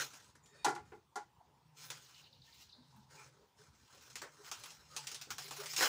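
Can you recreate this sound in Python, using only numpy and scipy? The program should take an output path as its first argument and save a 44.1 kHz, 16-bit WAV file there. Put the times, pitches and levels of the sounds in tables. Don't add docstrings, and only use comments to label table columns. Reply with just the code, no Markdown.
import sys
import numpy as np
from scipy import signal
from scipy.fft import rfft, irfft
from scipy.io import wavfile
from scipy.ndimage import uniform_filter1d

SR = 44100
rng = np.random.default_rng(int(sys.argv[2]) if len(sys.argv) > 2 else 0)


def elevation(decibels):
    levels = np.asarray(decibels, float)
    return 10 ** (levels / 20)


def unload_audio(sound):
    columns = np.transpose(np.atleast_2d(sound))
    steps = np.round(np.clip(columns, -1, 1) * 32767)
    wavfile.write(sys.argv[1], SR, steps.astype(np.int16))


N = 259289


def unit(x):
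    return x / np.sqrt(np.mean(x ** 2))


def noise():
    return rng.standard_normal(N)


def add(track, s, sound):
    i = max(int(s * SR), 0)
    track[i:i + len(sound)] += sound[:N - i]


def band(x, edges_hz):
    return signal.sosfilt(signal.butter(2, edges_hz, "band", fs=SR, output="sos"), x)


def ring(x, hz, width_hz):
    return signal.lfilter(*signal.iirpeak(hz, hz / width_hz, fs=SR), x)


def colour(x, points):
    hz, db = np.transpose(points)
    grid_hz = np.maximum(np.arange(1025) * SR / 2048, 1)
    cepstrum = irfft(np.interp(np.log(grid_hz), np.log(hz), db) * np.log(10) / 20)
    cepstrum[1:1024] *= 2
    cepstrum[1025:] = 0
    return signal.fftconvolve(x, irfft(np.exp(rfft(cepstrum))))[:len(x)]


def walk(rate_hz):
    hold = int(SR / rate_hz)
    steps = np.repeat(rng.standard_normal(N // hold + 1), hold)
    return unit(uniform_filter1d(uniform_filter1d(steps, hold), hold)[:N])


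def strokes(rows, attack_s, release_s, lean=0.):
    t, power = np.arange(N) / SR, 1e-16
    for s, length, db, swell_db, *depth in rows:
        level_db = db + swell_db * np.clip((t - s) / length, 0, 1) + lean * sum(depth)
        level_db -= 60 * (np.maximum(s - t, 0) / attack_s + np.maximum(t - s - length, 0) / release_s)
        power = power + elevation(2 * level_db)
    return np.sqrt(power)


def mottle(x, depth_db=2.2):
    spec = signal.stft(x, nperseg=256)[2]
    field = rng.standard_normal(spec.shape)
    for _ in range(2):
        field = uniform_filter1d(uniform_filter1d(field, size=2, axis=0), size=12, axis=1)
    return signal.istft(spec * elevation(depth_db * unit(field)), nperseg=256)[1][:N]


HUT_T60_S = [0.3, 0.24, 0.28, 0.19]


def echo(wet_db, slow=0.83):
    t = np.arange(int(SR * .35 * slow)) / SR
    edges_hz = [(60, 675), (675, 1650), (1650, 7750), (7750, 20000)]
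    spread_db = 3.4 * np.exp(-t / 0.023)
    sparse = elevation(spread_db * np.minimum(rng.exponential(size=len(t)), 3.5))
    tail = np.zeros(len(t))
    for edges, t60 in zip(edges_hz, HUT_T60_S):
        tail += band(sparse * rng.standard_normal(len(t)), edges) * 1000. ** (-t / (slow * t60))
    tail *= 1 - np.exp(-t / 0.00067)
    tail *= elevation(wet_db) / np.sqrt(np.sum(tail ** 2))
    tail[0] += 1
    return tail


def hut(x, wet_db, slow=0.86):
    return signal.fftconvolve(x, echo(wet_db, slow))[:N]


# (frequency [Hz], density [dB per Hz])
AIR = [(32, -46), (55, 5.5), (135, 2.5), (316, -5.5), (631, -13.5), (934, -0.5), (1380, -15), (5000, -19),
       (13500, -32)]


def still_air():
    rumble = elevation(1.8 * walk(8)) * band(noise(), (20, 300))
    air = colour(rumble + band(noise(), (300, 20000)), AIR)
    return elevation(-72.5) * mottle(unit(air), depth_db=3.0)


HUM_HZ = (130, 149.5)
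# (start [s], length [s], level [dB], swell [dB], lean to upper tone [dB])
HUM_SWELLS = [(0.0, 0.05, -62, -4, 1.5), (.35, 0.22, -72.5, -2, 3), (.68, 0.044, -54.5, -8, 4.5),
              (.85, 0.33, -86, -2, -7), (1.25, 0.059, -77, -1, -3), (1.48, 0.041, -73, 0.5, -2),
              (1.66, 0.29, -67, 1, 1), (2.0, 0.23, -75.5, 4, -1), (2.33, 0.076, -74, 0.5, -5),
              (2.82, 0.19, -69, 3, -0.5), (3.12, 0.17, -67, 0, -1.5), (3.6, 0.072, -75, 0, 0),
              (4.08, 0.12, -76.5, -3, -5.5), (4.3, 0.16, -73.5, 0, 3), (4.63, 0.12, -78.5, 2.5, 4.5),
              (4.86, 0.19, -72.5, 0.5, 6.5), (5.16, 0.66, -71, 5.5, 4)]


def motor():
    hum = np.zeros(N)
    for hz, lean in zip(HUM_HZ, (-1, 1)):
        level = strokes(HUM_SWELLS, 0.13, .4, lean) * elevation(-1.6 + 2.85 * walk(22))
        hum += level * np.sin(2 * np.pi * np.cumsum(hz * (1 + 0.044 * walk(30))) / SR)
    return hum


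# (start [s], length [s], level [dB], swell [dB])
LOW_CHATTER = [
    (1.95, 0.68, -64, -9.5),
]
# (start [s], length [s], level [dB], swell [dB])
HIGH_CHATTER = [
    (1.2, 0.66, -83, 4.5),
    (1.95, 0.725, -72, 12),
    (2.68, 0.74, -72.5, 3),
    (3.3, .6, -83.5, 12),
]


def chatter():
    low = unit(ring(noise(), 2910, 310)) * elevation(-7 + 6.7 * walk(29.76))
    high = unit(band(noise(), (3200, 5900))) * elevation(-9.5 + 2.6 * walk(39.93))
    return low * strokes(LOW_CHATTER, .1, .4) + high * strokes(HIGH_CHATTER, .1, 0.44)


# (start [Hz], end [Hz])
CHIP_HZ = (5440, 3490)
# (time [s], peak level [dB], length [s])
CHIPS = [(2.06, -56.5, 0.012), (2.144, -52, .011), (2.21, -60, 0.025), (2.24, -51.5, .011),
         (2.329, -50.5, 0.0083), (2.419, -50.5, 0.009), (2.526, -52, .013), (2.621, -54, 0.013),
         (2.694, -51.5, 0.0121), (2.7255, -48, .014), (2.736, -57, 0.017), (2.826, -63, 0.017),
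         (2.905, -71, 0.011)]


def bird():
    track, (start_hz, end_hz) = np.zeros(N), CHIP_HZ
    for s, db, length in CHIPS:
        u = np.linspace(0, 1, int(length * SR))
        hz = end_hz + (start_hz - end_hz) * (1 - u) ** 1.62
        phase = 2 * np.pi * np.cumsum(hz) / SR
        add(track, s - .002, elevation(db - 5.5) * np.sin(np.pi * u) * np.sin(phase))
    return hut(track, -2, slow=2.2)


# (time [s], level [dB], pitch [Hz], length [s])
BUMPS = [(0.404, -77, 420, 0.4), (1.4, -64.5, 820, 0.032), (1.463, -81, 432, 0.076), (2.3, -79, 510, 0.1),
         (2.469, -75, 1840, 0.049), (2.769, -69, 243, 0.1), (2.9, -72, 913, 0.2), (2.942, -68.5, 220, 0.1),
         (3.135, -69.5, 436, 0.1), (3.12, -69, 865, 0.16), (3.142, -68.5, 2370, 0.16),
         (3.333, -72.5, 431, 0.17), (3.582, -70.5, 436, 0.071), (4.381, -60.5, 387, 0.047),
         (4.899, -66, 1250, .14), (4.96, -61, 863, 0.1), (5.27, -56.5, 373, 0.023), (5.44, -60, 394, 0.063),
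         (5.58, -54.5, 404, 0.057), (5.599, -57, 595, .06)]


def bumps():
    track, settle = np.zeros(N), 4000
    for s, db, hz, length in BUMPS:
        u = np.linspace(0, 1, int(length * SR))
        stir = rng.standard_normal(len(u) + settle)
        mode = unit(ring(ring(stir, hz, hz / 6), hz, hz / 6)[settle:])
        add(track, s, elevation(db + 0.5) * np.sin(np.pi * u ** 0.56) ** 2 * mode)
    return hut(track, -0.6)


# (start [s], length [s], level [dB], swell [dB])
DRAG = [
    (.44, 0.118, -79.5, 9),
    (.56, 0.093, -68.5, 4),
    (.82, 0.091, -81, -2),
]
# (frequency [Hz], width [Hz], level [dB])
DRAG_RINGS = [(1820, 66, -2), (2450, 34, 0), (3720, 47, -3.5), (4500, 79, -7), (5230, 66, -9),
              (6800, 49, -13), (8750, 48, -12.5)]


def dish_drag():
    rim = sum(elevation(db) * ring(noise(), hz, width) for hz, width, db in DRAG_RINGS)
    squeak = strokes([(.44, 0.076, -71, -4)], .05, 0.18) * unit(ring(noise(), 7000, 300))
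    return squeak + strokes(DRAG, .05, .1) * mottle(unit(rim))


# (frequency [Hz], width [Hz], level [dB])
DISH = [(360.6, 33, 0), (420, 41, 2), (580, 99, -5.5), (773, 36, -5), (827, 45, 7), (952, 51, -0.5),
        (1053, 200, 1.5), (1382, 73, 0.5), (1640, 70, -8.5), (1980, 100, -5.5)]
# (time [s], peak level [dB], low ring [dB], crack [dB])
KNOCKS = [
    (0.646, -22, -14, 3),
    (0.661, -22.5, -2.5, -25),
    (0.683, -27, 0, -4.5),
    (0.705, -33.5, 3.5, -11),
    (0.75, -40, -10, -0.5),
    (0.761, -36, -5.5, -32),
    (0.92, -43.5, 6, -26),
    (1.157, -31.5, -7, -3),
    (1.169, -37.5, -6.5, -30),
]


def dish_knocks():
    track = np.zeros(N)
    for s, db, low_db, crack_db in KNOCKS:
        blow = echo(12, slow=0.73)
        rings = np.zeros(len(blow))
        for hz, width, mode_db in DISH:
            mode = ring(ring(blow, hz, width), hz, 8 * width) / np.sqrt(width)
            rings += elevation(mode_db + low_db * (hz < 500)) * mode
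        click = band(colour(blow, LEAF), (1200, 8500))
        crack = elevation(crack_db - 3.0) * click / np.abs(click).max()
        add(track, s, elevation(db) * (elevation(40.5) * rings + crack))
    return track


# (frequency [Hz], level [dB])
POT = [(150, -14), (390, -4.5), (600, 5), (880, 1), (1100, 0.5), (1500, 1.5), (2500, -6)]
# (frequency [Hz], level [dB])
LEAF = [(1200, -7.5), (2000, 2.5), (3500, 0.5), (6400, 1), (9000, -2), (10800, -1.5), (13000, -9.5),
        (16500, -9.5)]
# (low edge [Hz], high edge [Hz])
BANDS_HZ = [
    (270, 620),
    (680, 2300),
    (2200, 9500),
    (8500, 16500),
]


def layers(x):
    dull, bright = colour(x, POT), colour(x, LEAF)
    return [band(v, edges) for v, edges in zip((dull, dull, bright, bright), BANDS_HZ)]


# (start [s], length [s], level [dB], swell over the stroke [dB], depth [dB])
WAVES = [(0.0, 0.025, -40.5, -3.5, -6.5), (.11, 0.062, -62.5, 3.5, -2), (.2, 0.11, -62, -12.5, 1.5),
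         (.55, 0.065, -74, -8, 7), (.86, 0.089, -77.5, 0.5, 2.5), (1.45, 0.38, -97.5, 7, 5),
         (1.775, .05, -61.5, 6, -3), (1.83, 0.11, -53.5, -9, -4), (1.95, 0.26, -61.5, -6, -4),
         (2.33, 0.018, -76, -4, -20), (2.45, 0.18, -70, 7, -8.5), (2.75, 0.14, -84.5, 2, 7.5),
         (2.91, 0.094, -80, 1, 3.5), (3.11, .16, -64, -4.5, 3), (3.33, 0.24, -81, -16, 10),
         (3.59, 0.1, -69, -3.5, 1), (3.74, 0.14, -73.5, 2, -2), (3.91, 0.078, -65, 0.5, 0.5),
         (4.02, 0.047, -62, 1.5, 0), (4.1, 0.17, -68, -1, -4)]
# (start [s], length [s], level [dB], swell over the stroke [dB], depth [dB])
PRESSES = [(4.28, 0.14, -72, 8.5, 3), (4.447, 0.046, -57.5, -1, -2), (4.547, 0.21, -62.5, -0.5, -2),
           (4.764, 0.23, -69.5, -0.5, -1), (4.914, .045, -62.5, -0.5, 1), (4.98, .2, -57.5, -6, 0.5),
           (5.215, 0.25, -65.5, 1, 0), (5.388, 0.18, -57, 3, -14), (5.59, 0.157, -52, 4.5, -8.5),
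           (5.781, 0.041, -39, 6.5, -5.5), (5.816, 0.038, -38, 6, -4), (5.865, .03, -40, -1, -6)]


def swish():
    creases_per_s = 1100
    size = elevation(5.5 * np.minimum(rng.exponential(size=N), 3.3))
    creases = (rng.random(N) < creases_per_s / SR) * size * rng.choice([-1, 1], N)
    rub = hut(unit(creases), 1.5) + elevation(-1.0) * noise()
    hand_db = .9 * walk(30)
    shares_db, flickers_db = (-8.5, -2, 1.5, -10), (2.5, 1.5, .7, .7)
    leans = (1.55, 0.88, 0.13, -0.37)
    efforts = [strokes(WAVES + PRESSES, 0.091, 0.22, lean) for lean in leans]
    efforts[3] = efforts[3] * np.minimum(efforts[3] / elevation(-60), 1) ** 0.1676
    track = np.zeros(N)
    for layer, effort, share_db, flicker_db in zip(layers(rub), efforts, shares_db, flickers_db):
        track += unit(layer) * effort * elevation(share_db + hand_db + flicker_db * walk(22.07))
    return track


# (time
# [s], peak level [dB], depth [dB], sheen [dB])
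CRACKS = [(0.0004, -25.5, -13.5, -32), (0.0175, -28, -17, -20), (0.1148, -50, -16, -19),
          (0.1363, -41.5, -15, -38), (0.353, -53.5, -7.5, -41), (0.459, -53, -11.5, -21),
          (0.879, -70, -21, -30), (1.8537, -50, -26, 1), (1.9027, -25, -18.5, -14), (1.917, -52, -2, -13),
          (2.962, -64.5, -7, 2), (4.0232, -50, -21, -10), (4.1007, -45.5, -19, -28),
          (4.1561, -26.5, -20.5, -15), (4.2178, -32, -9.5, -14), (4.235, -51, 3, -16),
          (4.4738, -46.5, -8, -4), (4.5148, -24, -19.5, -14), (4.594, -53, -17, -1),
          (4.6368, -32.5, -17, -32), (4.6583, -36.5, -13.5, -8), (4.7047, -40.5, -25, -39),
          (4.9648, -21.5, -23, -17), (5.0707, -24, -27, -13.5), (5.1156, -29.5, -21.5, -14),
        (5.1456, -27, -28, -20), (5.214, -30, -24, -11), (5.3053, -24, -17.5, -10),
        (5.3829, -25, -18.5, -11.5), (5.421, -36.5, -24, -22), (5.4542, -46, -10, -8),
        (5.481, -34.5, -16, -27), (5.5095, -29, -13, -24), (5.5678, -35.5, -15.5, -22),
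        (5.6008, -33, -14.5, -23), (5.6349, -37.5, -11.5, -24), (5.6592, -27.5, -20, -31),
        (5.7352, -27, -18.5, -25), (5.7643, -17, -30, -30), (5.7842, -24, -13.5, -20),
        (5.8088, -18, -9, -22), (5.8243, -22, -3, -16), (5.8544, -28, -7, -24)]


def snaps():
    track = np.zeros(N)
    trims_db = (4, 4, -1.5, 1.5)
    for s, db, depth_db, sheen_db in CRACKS:
        click = echo(3 - 0.1563 * db)
        thud_db = -4 + 1.42 * depth_db
        weights_db = (thud_db, depth_db, 0, sheen_db)
        for layer, weight_db, trim_db in zip(layers(click), weights_db, trims_db):
            add(track, s, layer / np.abs(layer).max() * elevation(db + weight_db + trim_db))
    return track


def scene():
    outside = still_air() + motor() + chatter() + bird()
    floor = bumps() + dish_drag() + dish_knocks()
    return (outside + floor + mottle(swish() + snaps()))[None]


# (frequency [Hz], gain [dB])
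MIC = [(13500, 0), (14300, 5), (15000, 9), (15550, 8), (15800, -20), (16500, -30)]


def phone_microphone(x):
    ceiling = .2
    heard = colour(signal.sosfilt(signal.butter(2, 55, "high", fs=SR, output="sos"), x), MIC)
    return ceiling * np.tanh(heard / ceiling)


def low_pass(x):
    return signal.sosfilt(signal.butter(12, 16830, fs=SR, output="sos"), x)


def record(dry):
    mix = phone_microphone(dry[0])[None]
    return low_pass(mix)


dry = scene()
out = record(dry)
unload_audio(out)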